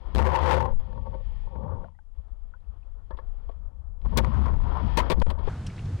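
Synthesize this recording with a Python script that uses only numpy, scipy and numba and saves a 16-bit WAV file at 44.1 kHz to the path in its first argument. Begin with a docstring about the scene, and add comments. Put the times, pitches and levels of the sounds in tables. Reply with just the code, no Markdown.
"""A landing-net pole hums as it bends, heard on the left only through the case of a camera strapped to it.
Mesh and hands scrape the pole, the loose frame knocks, and water and wind push on the case. Water
gurgles and drips, and the loudest moments overload the input. Near the end the sound switches to a
stereo camera on the bank: a soft fading ring, wind rumble, lakeside hiss and a few tackle clicks."""
import sys
import numpy as np
from scipy import signal
from scipy.fft import rfft, irfft
from scipy.io import wavfile
from scipy.ndimage import uniform_filter1d
from numba import njit

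SR = 44100
rng = np.random.default_rng(int(sys.argv[2]) if len(sys.argv) > 2 else 0)


def unload_wav(signal):
    """Save mono or channel-first audio to the path in sys.argv[1] as 16-bit WAV at rate SR, clipped to [-1, 1]."""
    wavfile.write(
        sys.argv[1],
        SR,
        np.round(np.clip(np.atleast_2d(signal).T, -1, 1) * 32767).astype(np.int16),
    )


N = 264600
T = np.arange(N) / SR

# steady rubbing and sloshing: time_s, ring_db, wash_db, bright_db, gurgle_db
RUB_AND_SLOSH = [(0.0, -74, -57.5, -72.5, -70), (0.145, -64, -54.5, -66.5, -50),
                 (0.18, -30.5, -52, -75, -44.5), (0.29, -29, -63, -52, -28.5), (0.38, -35, -31, -50, -29),
                 (0.53, -16.5, -33, -42, -25.5), (0.59, -30, -53, -51.5, -34.5),
                 (0.66, -34.5, -72, -67, -36), (0.72, -45, -74, -70.5, -46), (0.75, -72, -74, -87, -79),
                 (0.79, -61.5, -60, -71.5, -63), (1.08, -50, -74.5, -73, -81),
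                 (1.4, -69.5, -66, -68.5, -68), (1.61, -42, -73, -76.5, -57.5),
                 (1.75, -46, -55.5, -79.5, -60), (1.86, -58.5, -63, -77.5, -66),
                 (1.93, -88.5, -80.5, -93, -80), (2.11, -87.5, -85, -94.5, -101),
                 (2.16, -76, -71.5, -85.5, -89), (2.55, -84, -72, -87.5, -88),
                 (2.85, -77, -69.5, -83.5, -88), (3.1, -83, -72.5, -83.5, -88.5),
                 (3.5, -71.5, -65.5, -80, -96), (3.95, -75.5, -73, -95.5, -95),
                 (4.1, -62, -63, -66.5, -58.5), (4.23, -59, -52.5, -60.5, -52.5),
                 (4.45, -63, -44, -58.5, -39.5), (4.55, -64, -50, -67, -48.5), (4.73, -69, -46, -59, -41.5),
                 (4.85, -77, -50.5, -55, -47), (5.07, -46, -43, -52.5, -45.5), (5.16, -65, -62, -66, -60),
                 (5.3, -44.5, -43.5, -57.5, -47), (5.36, -53, -56, -76, -73), (5.49, -60, -49, -51, -49)]
# short scuffs and glugs: start_s, length_s, ring_db, gurgle_db
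SCUFFS_AND_GLUGS = [(0.249, 0.025, -27.5, -56), (1.054, 0.022, -65, -53), (1.127, 0.033, -48, -52),
                    (3.109, 0.034, -76.5, -48.5), (3.174, 0.02, -59, -51.5), (3.488, 0.013, -71, -71),
                    (4.057, 0.018, -75, -49), (4.165, 0.031, -35, -31), (4.228, .06, -62, -42.5),
                    (4.385, 0.039, -50, -41), (4.456, 0.018, -55, -32), (4.529, 0.0063, -49, -42),
                    (4.554, 0.0087, -53, -57), (4.721, 0.02, -63, -51), (4.754, 0.036, -67, -35),
                    (4.972, 0.033, -60, -24), (5.093, 0.034, -29.5, -50), (5.214, 0.018, -22, -30),
                    (5.294, 0.025, -47, -37), (5.376, 0.034, -60, -45.5), (5.472, 0.016, -27.5, -45)]


def undb(db):
    """Turn decibels into a gain."""
    return 10 ** (np.asarray(db) / 20)


def unit(x):
    """Scale to an average (rms) level of 1."""
    return x / np.sqrt(np.mean(x ** 2))


def curves(table):
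    """Join each column's points with straight lines in time."""
    time_s, *columns = np.transpose(table)
    return [np.interp(T, time_s, column) for column in columns]


def ring(x, hz, width_hz):
    """One resonance: keeps the sound near hz."""
    return signal.lfilter(*signal.iirpeak(hz, hz / width_hz, fs=SR), x)


def body(x, modes):
    """Add up several resonances, flipping every other one."""
    return sum((-1) ** k * undb(db) * ring(x, hz, width) for k, (hz, width, db) in enumerate(modes))


@njit
def moving_ring(x, hz, width_hz):
    """A resonance whose pitch can move every sample."""
    y, band, low = np.empty(len(x)), 0., 0.
    for i in range(len(x)):
        tuning, damping = np.tan(np.pi * hz[i] / SR), width_hz / hz[i]
        swing = (band + tuning * (x[i] - low)) / (1 + tuning * (tuning + damping))
        band, low = 2 * swing - band, low + 2 * tuning * swing
        y[i] = damping * swing
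    return y


def muffle(x, hz):
    """Turn down the treble above hz."""
    return signal.sosfilt(signal.butter(3, hz, fs=SR, output="sos"), x)


def coloured(spectrum):
    """Noise of level 1, shaped by rows of pitch_hz, level_db."""
    hz, db = np.transpose(spectrum)
    log_hz = np.log(np.fft.rfftfreq(N, 1 / SR) + 1)
    gain = undb(np.interp(log_hz, np.log(hz), db, left=-90, right=-90))
    return unit(irfft(rfft(rng.standard_normal(N)) * gain, N))


def wander(per_s):
    """A smooth random wobble of size about 1."""
    hold = int(SR / per_s)
    steps = np.repeat(rng.standard_normal(N // hold + 1), hold)
    return unit(uniform_filter1d(uniform_filter1d(steps, hold), hold)[:N])


def burst(start_s, length_s, rise_s=0.0027):
    """A level that rises quickly, holds briefly and ends fast."""
    age = np.clip(T - start_s, 0, 1)
    return (1 - np.exp(-age / rise_s)) * np.exp(-(age / length_s) ** 2)


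def pole_hum(tone_share=0.76, bump_s=.02):
    """The bending pole hums and shudders; soft bumps set it swinging briefly."""
    # the hum: time_s, pitch_hz, level_db
    bending = [(0.0, 57.24, -49), (0.14, 59.18, -45), (0.152, 62.74, -17), (0.3, 69.3, -26),
               (0.52, 80.1, -19.5), (0.61, 74.24, -29), (0.8, 46.47, -40.5), (1.23, 47.33, -34.5),
               (1.5, 45.92, -44), (1.71, 78.85, -32.5), (1.8, 79.86, -37), (1.92, 65.3, -55.5),
               (2.1, 62.4, -61.5), (2.5, 49.14, -50.5), (3.0, 44.47, -46), (3.6, 60, -46), (4.0, 46, -46),
               (4.12, 48, -24), (4.21, 60.1, -21), (4.44, 69.7, -23), (4.58, 59.51, -26), (4.75, 62, -28),
               (4.9, 49.03, -27.5), (5.19, 63.48, -24), (5.25, 62.6, -36.5), (5.29, 65.9, -26.5),
               (5.35, 68.7, -30), (5.5, 72.3, -39)]
    # soft bumps: middle_s, level_db, pitch_hz
    bumps = [(0.07, -28.5, 35), (2.191, -29, 55), (2.324, -30.5, 45), (2.42, -39, 50), (2.689, -31.5, 48),
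             (3.14, -31.5, 53), (3.481, -32, 45), (3.8, -32.5, 60), (3.875, -28.5, 53), (3.98, -32, 40),
             (4.06, -20, 42), (4.521, -21.5, 50)]
    hz, db = curves(bending)
    phase = 2 * np.pi * np.cumsum(hz * (1 + 0.0498 * wander(25))) / SR
    octave = .12 * (hz / 70) ** 3.9 * np.sin(2 * phase)  # stronger as the pitch rises
    tone = undb(1.5 * wander(23)) * np.sqrt(2) * (np.sin(phase) + octave)
    shudder = coloured([(35, -11.5), (50, -8), (85, 2), (115, -29.5)])
    hum = undb(db + 2.5 * wander(12)) * (np.sqrt(tone_share) * tone + np.sqrt(1 - tone_share) * shudder)
    for middle_s, level_db, pitch_hz in bumps:
        swell = np.exp(-2 * ((T - middle_s) / bump_s) ** 2)
        hum += undb(level_db) * swell * np.sin(2 * np.pi * pitch_hz * (T - middle_s))
    return hum


def case_rumble():
    """Water and wind push on the case in gusts and single slow lurches."""
    # strength of the push: time_s, deep_db, upper_db
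    pushes = [(0.0, -52, -56), (0.14, -38, -51), (0.155, -31, -21.5), (0.44, -65, -49), (0.64, -60, -34),
              (0.72, -32, -41.5), (0.82, -42.5, -54), (1.1, -43.5, -42.5), (1.35, -34, -60.5),
              (1.62, -50, -44), (1.82, -43.5, -43), (1.96, -47, -72.5), (2.95, -42, -68.5),
              (3.2, -42, -62.5), (4.0, -40.5, -63.5), (4.06, -29, -36.5), (4.25, -39.5, -33),
              (4.6, -26.5, -39.5), (4.9, -34.5, -36.5), (5.22, -27.5, -48.5), (5.5, -33.5, -40)]
    # lurches of pressure on the microphone: middle_s, length_s, signed_size
    lurches = [(0.722, 0.019, 0.13), (0.752, 0.05, -0.13), (0.785, 0.055, 0.1), (5.154, 0.033, 0.19),
               (5.167, 0.04, -0.083), (5.248, 0.061, -0.23), (5.278, .04, 0.0033)]
    deep_db, upper_db = curves(pushes)
    deep = coloured([(8, -14.5), (22, 1.5), (42, -3.5), (60, -21.5)])
    upper = coloured([(90, 4.5), (115, -0.5), (200, -7.0), (300, -18)])
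    lurch = sum(size * np.exp(-.5 * ((T - s) / (0.3 * length)) ** 2) for s, length, size in lurches)
    return undb(deep_db + 3.0 * wander(12)) * deep + undb(upper_db + 2.9 * wander(30)) * upper + lurch


def scraped_pole(slips, rattle):
    """Tiny slips of mesh and hands make the pole and case ring, as do the frame's knocks."""
    # low resonances of pole and case: pitch_hz, width_hz, level_db
    low_modes = [(370, 35, -11), (522, 30, 0), (608, 25, -10), (750, 120, -17), (912, 30, -3),
                 (1135, 35, -8)]
    # high resonances: pitch_hz, width_hz, level_db
    high_modes = [(1817, 90, 7), (2170, 140, 3), (2460, 380, -0.5), (3235, 400, 2), (4760, 1200, -8)]
    ring_db, _, bright_db, _ = curves(RUB_AND_SLOSH)
    scuffs = sum(undb(db) * burst(s, length) for s, length, db, _ in SCUFFS_AND_GLUGS)
    low_rub = slips * (undb(ring_db) + scuffs)
    high_rub = rng.standard_normal(N) * undb(bright_db + 0.5 * wander(58) + 1.1 * wander(7.2))
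    dull, bright, hard = frame_knocks(rattle)
    # dividing keeps plain noise at the same level through the resonances
    low = body(low_rub + dull, low_modes) / np.std(body(rattle[:SR], low_modes))
    high = body(high_rub + bright, high_modes) / np.std(body(rattle[:SR], high_modes))
    thud = 2.0 * ring(dull, 610, 900) + undb(14.5) * ring(dull, 170, 160)
    crack = ring(hard, 3000, 3100)
    return muffle(low + thud, 1240) + muffle(high, 4800) + crack


def sloshing_water(slips, hollow_hz=971.5):
    """Water makes a smooth wash and a hollow gurgle of wobbling pitch."""
    # tone of the wash: pitch_hz, level_db
    wash_tone = [(230, -9.5), (330, -5), (700, -6), (1300, -9.5), (1600, -19), (2500, -40.5)]
    _, wash_db, _, gurgle_db = curves(RUB_AND_SLOSH)
    glugs = sum(undb(db) * burst(s, length) for s, length, _, db in SCUFFS_AND_GLUGS)
    gurgle = unit(moving_ring(slips, hollow_hz * (1 + .045 * wander(30)), 105.))
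    wash = undb(wash_db + 3.34 * wander(28)) * coloured(wash_tone)
    return wash + (undb(gurgle_db) + glugs) * muffle(gurgle, 1500)


def circuit_hiss(whine_hz=11160):
    """The net camera's electronics hiss and whine faintly."""
    hiss = undb(-89.5) * muffle(rng.standard_normal(N), 9500)
    return hiss + undb(-100) * np.sin(2 * np.pi * whine_hz * T)


def frame_knocks(rattle):
    """The loose frame strikes, chatters, then stops short."""
    # knocks: start_s, level_db, rattle_s, bright_share_db
    knocks = [(0.148, -25.5, 0.038, -11), (0.18, -18.5, 0.0036, -12), (0.187, -31.5, 0.0086, -35),
              (0.799, -52.5, 0.013, -16.5), (0.928, -43.5, 0.0063, -22.5), (0.975, -44, 0.0082, -29),
              (1.06, -50.5, 0.015, -22), (1.141, -42, 0.016, -25), (1.201, -50.5, 0.0075, -26),
              (1.555, -41, 0.01, -39), (1.632, -43.5, 0.016, -44), (1.679, -44, 0.011, -36),
              (2.186, -64.5, 0.016, -28), (3.107, -44, 0.0072, -16.5), (3.143, -56, 0.009, -29),
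              (3.17, -59, 0.025, -5), (3.188, -40.5, 0.0042, -42), (3.49, -46, 0.011, -23),
              (3.513, -63.5, 0.014, -10), (4.016, -63, 0.0076, -6.5), (4.049, -41.5, 0.014, -26),
              (4.119, -41, 0.053, -38), (4.173, -11.5, 0.013, -8.5), (4.234, -34.5, 0.0073, -22),
              (4.264, -38, 0.013, -23), (4.384, -52, 0.015, -32), (4.463, -41, 0.0067, -24),
              (4.528, -39.5, 0.012, -28), (4.552, -57, 0.0097, -21), (4.754, -42.5, 0.012, -19),
              (4.972, -16, 0.012, -10), (4.987, -32, 0.011, 0.5), (5.1, -20, 0.015, -11.5),
              (5.117, -29.5, 0.012, -5.5), (5.172, -39, 0.014, -28), (5.201, -32.5, 0.0037, -8),
              (5.214, -25.5, 0.021, -19), (5.256, -37, 0.011, -11), (5.301, -35, 0.012, -7),
              (5.384, -44.5, 0.023, -15.5)]
    dull, bright, hard = np.zeros((3, N))
    for start_s, db, rattle_s, share_db in knocks:
        span = slice(int(start_s * SR), int((start_s + 3 * rattle_s) * SR))
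        age = T[span] - start_s
        blow = rattle[span] * (np.exp(-(age / rattle_s) ** 2) + 0.59 * np.exp(-age / 0.00093))
        dull[span] += undb(db) * blow
        bright[span] += undb(db + share_db) * blow
        hard[span] += undb(1.3 * (db + share_db) + 9.0) * blow  # only heavy, bright blows crack
    return dull, bright, hard


def drips():
    """Each drip rings a bubble that rises in pitch as it closes; faint ones fall at random."""
    # drips and plops: start_s, level_db, pitch_hz, fade_s (time to fall 60 dB)
    drops = [(1.844, -43, 647, 0.062), (1.843, -43.5, 1420, 0.021), (1.859, -50, 705, 0.047),
             (1.884, -44.5, 960, 0.024), (1.948, -63.5, 820, .04), (1.949, -69.5, 1900, 0.064),
             (1.989, -53, 835, 0.042), (1.989, -52, 1520, 0.022), (2.538, -46, 1408, 0.048),
             (2.542, -53, 970, 0.038), (2.54, -74, 1720, 0.022), (2.51, -72, 3640, 0.013),
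             (2.605, -72, 4000, .012), (2.645, -71, 2600, .015), (2.83, -63, 2530, 0.021),
             (3.107, -41, 1140, 0.026), (3.11, -50.5, 1657, 0.085), (3.188, -36, 1070, 0.032),
             (3.19, -49, 1670, 0.047), (3.495, -34, 647, 0.025), (5.475, -24, 410, 0.043)]
    strays = [(2.2 + 1.7 * when, -84 + 8.0 * loud, 1600 + 2200 * high, .012)
              for when, loud, high in rng.random((30, 3))]
    out = np.zeros(N)
    age = T[:SR // 5]
    for start_s, db, hz, fade_s in drops + strays:
        level = undb(db - 60 * age / fade_s) * (1 - np.exp(-age / 0.00049))
        start = int(start_s * SR)
        out[start:start + len(age)] += level * np.sin(2 * np.pi * hz * age * (1 + 2.1 * age))
    return out


def bank_wind():
    """Wind rumbles on the bank camera, the same on both sides."""
    # gusts: time_s, level_db
    gusts = [(5.5, -30.5), (5.572, -37.5), (5.666, -31), (5.704, -37), (5.938, -29.5), (6.0, -38)]
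    # tone of the wind: pitch_hz, level_db
    wind_tone = [(12, -60), (20, -28), (27, -29), (30, -3), (43, -10.5), (96, 2), (236, -17), (400, -36.5),
                 (520, -40), (880, -120)]
    return undb(curves(gusts)[0] + 1.8 * wander(25)) * coloured(wind_tone)


def lakeside_hiss(level_db=-51.5):
    """A steady hiss that spreads left and right in the treble."""
    # tone of the hiss: pitch_hz, level_db
    hiss_tone = [(180, -19), (300, 1.5), (426, -3), (550, -6), (1160, -9.5), (1700, -12), (1870, -15),
                 (6920, -25.5), (11900, -31.5), (13500, -55)]
    middle = coloured(hiss_tone)
    side = signal.lfilter(*signal.butter(1, 5000, "high", fs=SR), coloured(hiss_tone))
    return undb(level_db) * (middle + 0.74 * side * np.array([[1], [-1]]))


def soft_ring_and_clicks():
    """A soft ring fades just after the switch, then tackle clicks; each is fading noise near a pitch."""
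    # the ring (first two rows), then clicks: start_s, level_db, pitch_hz, fade_s (time to fall 60 dB)
    sounds = [(5.489, -27.5, 770, 0.52), (5.489, -33.5, 1380, 0.76), (5.665, -28.5, 3030, 0.038),
              (5.667, -32.5, 5200, 0.047), (5.665, -39, 8800, 0.045), (5.699, -33.5, 2110, .04),
              (5.765, -40, 4200, 0.022), (5.779, -31.5, 2100, 0.038), (5.786, -39, 3600, 0.02),
              (5.792, -33, 2480, .03), (5.855, -40, 4000, .03), (5.99, -36, 2280, .03)]
    out = np.zeros(N)
    for start_s, db, hz, fade_s in sounds:
        age = np.maximum(T - start_s, 0)
        noise = (T >= start_s) * undb(db - 60 * age / fade_s) * rng.standard_normal(N)
        out += ring(ring(noise, hz, 0.43 * hz), hz, 0.43 * hz)
    return out


def scene(net_gain_db=6.0, switch_s=5.489, slips_per_s=5000):
    """The net camera on the left, then a quick switch to the bank in stereo."""
    net = pole_hum() + case_rumble()
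    # tiny random jolts drive both the gurgle and the scrape
    slips = rng.standard_normal(N) * (rng.random(N) < slips_per_s / SR)
    slips = unit(slips * undb(3.1 * rng.exponential(size=N))) * undb(1.9 * wander(52))
    rattle = rng.standard_normal(N)
    net += sloshing_water(slips) + scraped_pole(slips, rattle) + drips() + circuit_hiss()
    bank = bank_wind() + muffle(lakeside_hiss() + soft_ring_and_clicks(), 9170)
    switch = np.clip((T - switch_s) / 0.0039, 0, 1)
    left_only = np.array([[1], [0]])
    return undb(net_gain_db) * net * (1 - switch) * left_only + switch * bank


def record(dry, limit=.165, top_hz=16000):
    """The overloaded input flattens loud peaks; the highest treble is removed."""
    return signal.sosfilt(signal.ellip(8, .2, 70, top_hz, fs=SR, output="sos"), np.clip(dry, -limit, limit))


dry = scene()
out = record(dry)
unload_wav(out)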